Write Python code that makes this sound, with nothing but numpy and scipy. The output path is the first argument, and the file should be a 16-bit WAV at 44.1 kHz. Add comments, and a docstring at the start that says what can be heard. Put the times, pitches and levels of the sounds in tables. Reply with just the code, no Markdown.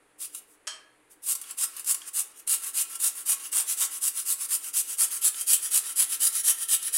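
"""A raw potato is grated on a flat steel grater in a plastic frame, close by in a small kitchen.
Each push tears the crisp flesh in a dense crackle; then the potato slides lightly back over the teeth.
The steel sheet rings under both. Before the work gets going, the grater knocks against the glass dish.
One microphone moves in on the grater from about two seconds on; behind it all are short room
reflections, soft room noise and a faint appliance hum."""
import sys
import numpy as np
from scipy import signal
from scipy.fft import rfft, irfft
from scipy.io import wavfile

SR = 44100
rng = np.random.default_rng(int(sys.argv[2]) if len(sys.argv) > 2 else 0)


def materialize(psi):
    """Save the field psi as 16-bit PCM at rate SR to the path in sys.argv[1].

    A 1-D psi becomes a single channel; in a 2-D psi each row is a channel.
    """
    bounded = np.clip(np.atleast_2d(psi).T, -1, 1)
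    quanta = np.round(bounded * 32767).astype(np.int16)
    wavfile.write(sys.argv[1], SR, quanta)


N = 307377
TIME = np.arange(N) / SR


# The arm's strokes, each a push and a slide back: start_s, push_length_s, push_db, pressure_db, slide_db
STROKES = [(1.261, 0.091, -24, -6.5, -47), (1.577, 0.097, -25.5, 1.5, -45),
           (1.864, 0.081, -22.5, -0.5, -56), (2.14, 0.095, -24.5, -0.5, -77),
           (2.477, 0.1, -21.5, -0.5, -31.5), (2.741, 0.11, -24, 1.5, -39), (3, 0.11, -22.5, 0, -35),
           (3.261, .1, -22.5, 3, -36.5), (3.522, 0.12, -23.5, 4, -25.5), (3.773, 0.11, -23.5, 2.5, -30),
           (4.014, 0.1, -23.5, -3.5, -29), (4.258, 0.1, -22.5, -3.5, -30), (4.492, 0.092, -23, -1.5, -34),
           (4.739, 0.094, -22, -3, -30.5), (4.98, 0.091, -20.5, 2.5, -29), (5.218, 0.089, -20, -2, -33),
           (5.47, 0.11, -18.5, -5.5, -30), (5.711, 0.098, -21, 1, -33.5), (5.963, 0.095, -21, 0, -28),
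           (6.202, 0.1, -20.5, 1, -24.5), (6.441, 0.1, -21, 1.5, -30.5), (6.686, 0.094, -21.5, -1.5, -33),
           (6.93, 0.11, -20.5, -3.5, -28)]
# Tone colour of tearing flesh: frequency_hz, relative_db
TEARING_COLOUR = [(220, -42), (400, -35.5), (850, -24.5), (1400, -19), (2100, -19.5), (2800, -16.5),
                  (4000, -17), (6100, -12), (8000, -1.5), (9900, 1), (12500, -7), (15800, -13.5)]

def cutting():
    """The teeth tear strips off the potato on every push."""
    grains = crackle(bursts_per_s=3500, catch_db=0.97, catches_per_s=280, friction_db=-5)
    loudness, drive = stroke_motion([push(*stroke) for *stroke, _ in STROKES])
    return from_db(-0.4) * rasp(grains, loudness, drive, TEARING_COLOUR, flex_hz=3100)


def push(start, length, level_db, pressure_db, touch_s=0.013, bite_s=0.0019):
    """One pass: the potato touches, jerks on as the teeth bite, runs at full speed and stops."""
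    run = start + length * np.array([0.37, 0.68, 1])
    times = [start - touch_s, start, start + bite_s, *run]
    speeds = [0, 0.42, 0.49, 1, 1, 0]
    return times, speeds, level_db, level_db + pressure_db


def stroke_motion(passes):
    """Each pass rubs louder with speed; returns the loudness and the drive on the sheet."""
    loudness, drive = np.zeros(N), np.zeros(N)
    for times, speeds, level_db, flex_db in passes:
        rub = np.interp(TIME, times, speeds) ** 1.5
        loudness += rub * from_db(level_db)
        drive += rub * from_db(flex_db)
    return loudness, drive


def crackle(bursts_per_s, catch_db, catches_per_s, friction_db):
    """Cells burst as clicks of uneven size over wet friction, in clumps as the teeth catch."""
    size_db = np.minimum(rng.exponential(1, N), 4)
    clicks = from_db(size_db) * rng.choice([-1, 1], N)
    bursts = unit_rms(clicks * (rng.random(N) < bursts_per_s / SR))
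    friction = from_db(friction_db) * rng.standard_normal(N)
    clumps = from_db(catch_db * drift(catches_per_s))
    return unit_rms((bursts + friction) * clumps)


def rasp(grains, loudness, drive, colour, flex_hz):
    """The crackle follows the stroke; its low part, the flexing sheet, follows the uneven pressure."""
    pressure = drive * from_db(1.5 * drift(50))
    lowpass = signal.butter(1, flex_hz, fs=SR, output="sos")
    flex = signal.sosfilt(lowpass, grains * (pressure - loudness))
    return coloured(grains * loudness + flex, colour)


# The potato brushes the teeth as it is placed or shifted: start_s, length_s, level_db, pressure_db
BRUSHES = [(0.177, 0.1, -32, -11), (0.31, 0.1, -38, -25), (0.438, 0.14, -58, -12), (1.09, 0.066, -48.5, -8),
           (1.216, .07, -37, -20), (2.054, 0.05, -37, 2), (2.348, .068, -44.5, -13)]
# Tone colour of sliding flesh: frequency_hz, relative_db
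SLIDING_COLOUR = [(300, -33.5), (850, -23), (1000, -18.5), (1400, -13), (2050, -14), (2800, -12.5),
                  (4000, -14.5), (6100, -8.5), (9800, 4), (12500, -6), (15800, -9.5)]

def sliding():
    """The wet cut face skips unevenly over the backs of the teeth."""
    grains = crackle(bursts_per_s=2000, catch_db=-0.1, catches_per_s=200, friction_db=2)
    skipping = from_db(1.8 * drift(70))
    brushes = [glide(start, length, level_db, level_db + pressure_db)
               for start, length, level_db, pressure_db in BRUSHES]
    loudness, drive = stroke_motion(brushes + slides_back())
    return from_db(-1.72) * rasp(grains * skipping, loudness, drive, SLIDING_COLOUR, flex_hz=3040)


def slides_back(pause_after_push_s=0.0068, pause_before_push_s=0.012):
    """Between one push and the next the hand draws the potato back up the grater."""
    starts, lengths, _, _, slide_db = np.transpose(STROKES)
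    leaves = (starts + lengths + pause_after_push_s)[:-1]
    arrives = starts[1:] - pause_before_push_s
    # the hand's weight flexes the sheet even in a faint slide
    flex_db = -31 + 0.3 * (slide_db - np.median(slide_db))
    return [glide(*slide) for slide in zip(leaves, arrives - leaves, slide_db, flex_db)]


def glide(start, length, level_db, flex_db):
    """One pass without biting: the potato gathers speed, runs and stops."""
    times = start + length * np.array([0, 0.39, 0.72, 1])
    speeds = [0, 1, 1, 0]
    return times, speeds, level_db, flex_db


# The potato snags on a tooth and snaps free: start_s, level_db
SNAGS = [(.246, -35), (0.348, -29.5), (1.352, -25), (1.414, -30.5), (1.509, -29), (1.586, -29),
         (1.766, -29), (1.795, -28.5), (1.845, -31.5), (1.869, -30), (1.945, -24), (2.4755, -22),
         (2.955, -29), (3.527, -25), (5.4105, -22), (5.688, -35), (6.828, -30)]

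def snagging():
    """A caught piece of flesh gives way in a short spurt of noise."""
    return from_db(-1) * coloured(noise_bursts(SNAGS, t60_s=0.055), TEARING_COLOUR)


# Resonances of the steel, from farther off and close up: pitch_hz, undamped_width_hz, far_db, near_db
SHEET_MODES = [(462, 5.5, -11, 3), (1100, 14.5, 9, -25), (1348, 12, 1.5, 5.5), (1840, 17, -40, 10.5),
               (2850, 74, 2.5, -18), (3110, 210, -21, 7.5), (3830, 360, -75, 6), (4836, 200, -7.5, -2),
               (5700, 200, -56, 0), (10450, 1070, -39, 0.5)]

def sheet_ringing(scrape, hand_damping_hz=22):
    """The scrape plus the sheet's resonances, which swell and fade as the potato crosses their nodes."""
    near = mic_closeness()
    ringing = np.zeros(N)
    for pitch_hz, width_hz, far_db, near_db in SHEET_MODES:
        heard_db = far_db + near * (near_db - far_db)
        contact_db = 2.5 * drift(14)
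        ringing += resonance(scrape * from_db(heard_db + contact_db), pitch_hz, width_hz + hand_damping_hz)
    return from_db(-0.69) * (scrape + ringing)


# The microphone's approach to the grater: time_s, closeness (0 farthest, 1 nearest)
MIC_PATH = [(2.1, 0), (4.0, 0.13), (5.0, 0.35), (5.6, 0.82), (6.9, 1)]

def mic_closeness():
    """How near the microphone is to the grater at each moment."""
    return np.interp(TIME, *np.transpose(MIC_PATH))


def teeth_ringing(scrape, count=48):
    """Many small modes of teeth and sheet ring briefly, each when the potato touches the right spot."""
    ringing = np.zeros(N)
    for pitch_hz in np.geomspace(2500, 12000, count) * rng.uniform(0.98, 1.02, count):
        touch = np.clip(drift(22), -0.7, 1.5)
        ringing += resonance(scrape * touch, pitch_hz, width_hz=70)
    return from_db(-2) * ringing


# The grater meets the glass dish and bounces twice: start_s, level_db
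KNOCKS = [(0.6700, -47.5), (0.6749, -41), (0.687, -68)]
# Modes that ring after the knock: pitch_hz, relative_db, t60_s
KNOCK_MODES = [(626, -12, .3), (1125, -7, .3), (1665, -1, .33), (3075, 2, .22), (3125, 4, .26),
               (3210, 3, .22), (4285, 0, .38), (4908, 0, .21), (5268, 0, .22), (5411, 0, .19),
               (5508, 2, .22), (6163, -4, .28), (6695, 3, .22), (7450, -7, .26), (8027, 0, .21),
               (8344, 0, .24), (9437, -1, .25), (10990, -7, .2)]
# Broad tone colour of a knock: frequency_hz, relative_db
KNOCK_COLOUR = [(250, -47), (600, -12.5), (1650, -3.5), (2500, -7), (3150, -5), (3700, -10), (5400, -3.5),
                (9500, -3.5), (14500, -40)]

def dish_knock():
    """The first contact with the dish sets the modes ringing; every contact adds a brief crack."""
    first_s, first_db = KNOCKS[0]
    age = np.maximum(TIME - first_s, 0)
    ringing = np.zeros(N)
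    for k, (pitch_hz, relative_db, t60_s) in enumerate(KNOCK_MODES):
        decay = from_db(first_db + relative_db - 60 * age / t60_s)
        ringing += (-1) ** k * decay * np.sin(2 * np.pi * pitch_hz * age)
    crack = coloured(noise_bursts(KNOCKS, t60_s=0.061), KNOCK_COLOUR)
    return from_db(1.5) * ringing + from_db(11.5) * crack


# Dry ticks of the sheet in its frame: start_s, level_db
FRAME_TICKS = [(1.441, -37), (2.017, -29), (5.345, -29)]

def frame_ticking():
    """The sheet shifts in its plastic frame with a short, pitched tap."""
    contact = noise_bursts(FRAME_TICKS, t60_s=0.02)
    tap = resonance(contact, pitch_hz=3300, width_hz=300)
    crack = from_db(-24) * coloured(contact, KNOCK_COLOUR)
    return from_db(9) * (tap + crack)


def kitchen_reflections(sound, paths=5):
    """The moving arm keeps changing the paths that the reflections take to the microphone."""
    shares = np.array([drift(6) for _ in range(paths)])
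    shares /= np.sqrt(np.sum(shares ** 2, axis=0))
    return sum(signal.oaconvolve(sound * share, room_response())[:N] for share in shares)


# Reverberation of the small kitchen: frequency_hz, t60_s
KITCHEN_DECAY = [(1500, 0.63), (5000, 0.25), (10000, 0.26), (15000, 0.24)]

def room_response(first_echo_s=0.0011, build_s=0.0045, bands=8):
    """Dense reflections build up after a short gap and die sooner in the treble."""
    age = TIME[:SR // 2]
    edges_hz = np.geomspace(100, 18000, bands + 1)
    tail = np.zeros(len(age))
    for low, high in zip(edges_hz, edges_hz[1:]):
        bandpass = signal.butter(2, [low, high], "band", fs=SR, output="sos")
        t60_s = at_hz(KITCHEN_DECAY, np.sqrt(low * high))
        tail += signal.sosfilt(bandpass, rng.standard_normal(len(age))) * from_db(-60 * age / t60_s)
    tail *= np.clip((age - first_echo_s) / build_s, 0, 1)
    return tail / np.sqrt(np.sum(tail ** 2))


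# Tone colour of the quiet kitchen: frequency_hz, relative_db
AIR_COLOUR = [(25, -15.5), (110, -23), (190, -18), (300, -12), (450, -6), (560, -13), (2070, -14.5),
              (5700, -32.5), (10000, -19), (15000, -46)]
# Faint appliance hum in the background: pitch_hz, level_db
APPLIANCE_HUM = [(121, -91), (155, -99), (302, -74.5)]

def room_tone():
    """Soft room noise with a wavering hum; a low rumble swells as the microphone nears the counter."""
    air = from_db(-64.5) * coloured(rng.standard_normal(N), AIR_COLOUR)
    hum = sum(from_db(level_db) * wavering_tone(pitch_hz, width_hz=8.1)
              for pitch_hz, level_db in APPLIANCE_HUM)
    rumble = from_db(-80) * mic_closeness() ** 3 * wavering_tone(pitch_hz=68, width_hz=7.8)
    return air + hum + rumble


def wavering_tone(pitch_hz, width_hz):
    """A narrow band of noise at unit power."""
    return unit_rms(resonance(rng.standard_normal(N), pitch_hz, width_hz))


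def noise_bursts(events, t60_s):
    """Noise that jumps up at each event and dies away."""
    hits = np.zeros(N)
    for start_s, level_db in events:
        hits[round(start_s * SR)] = from_db(level_db)
    decay_per_sample = from_db(-60 / (t60_s * SR))
    envelope = signal.lfilter([1], [1, -decay_per_sample], hits + 1e-18)
    return rng.standard_normal(N) * envelope


def drift(turns_per_s):
    """Smooth random wander at unit power."""
    turns = rng.standard_normal(N // 20)
    return unit_rms(np.interp(TIME * turns_per_s, np.arange(len(turns)), turns))


def resonance(x, pitch_hz, width_hz):
    """Two-pole resonance with gain 1 at its peak."""
    radius = np.exp(-np.pi * width_hz / SR)
    feedforward = np.array([1, 0, -1]) * (1 - radius ** 2) / 2
    feedback = [1, -2 * radius * np.cos(2 * np.pi * pitch_hz / SR), radius ** 2]
    return signal.lfilter(feedforward, feedback, x + 1e-18)


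def coloured(x, colour, size=4096):
    """Minimum-phase filter that keeps the power of a white input."""
    gain = unit_rms(from_db(at_hz(colour, np.fft.rfftfreq(size, 1 / SR))))
    cepstrum = irfft(np.log(gain))
    cepstrum[1:size // 2] *= 2  # folding onto positive time makes the filter causal
    cepstrum[size // 2 + 1:] = 0
    impulse_response = irfft(np.exp(rfft(cepstrum)))
    return signal.oaconvolve(x, impulse_response)[:N]


def at_hz(table, hz):
    """Read a table on a log-frequency axis."""
    freqs, values = np.transpose(table)
    return np.interp(np.log(np.maximum(hz, 1)), np.log(freqs), values)


def from_db(db):
    """Decibels to gain."""
    return 10 ** (np.asarray(db) / 20)


def unit_rms(x):
    """Scale to unit power."""
    return x / np.sqrt(np.mean(x ** 2) + 1e-20)


def scene():
    """Grater and dish at one close microphone; the dish radiates more into the kitchen."""
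    scrape = cutting() + sliding() + snagging()
    grater = sheet_ringing(scrape) + teeth_ringing(scrape) + frame_ticking()
    dish = dish_knock()
    reflections = kitchen_reflections(from_db(-9.5) * grater + from_db(-4) * dish)
    return (grater + dish + reflections + room_tone())[None]


def record(dry, cutoff_hz=15800):
    """The highest treble is cut off steeply."""
    lowpass = signal.ellip(12, 0.1, 80, cutoff_hz, fs=SR, output="sos")
    return signal.sosfilt(lowpass, dry)


dry = scene()
out = record(dry)
materialize(out)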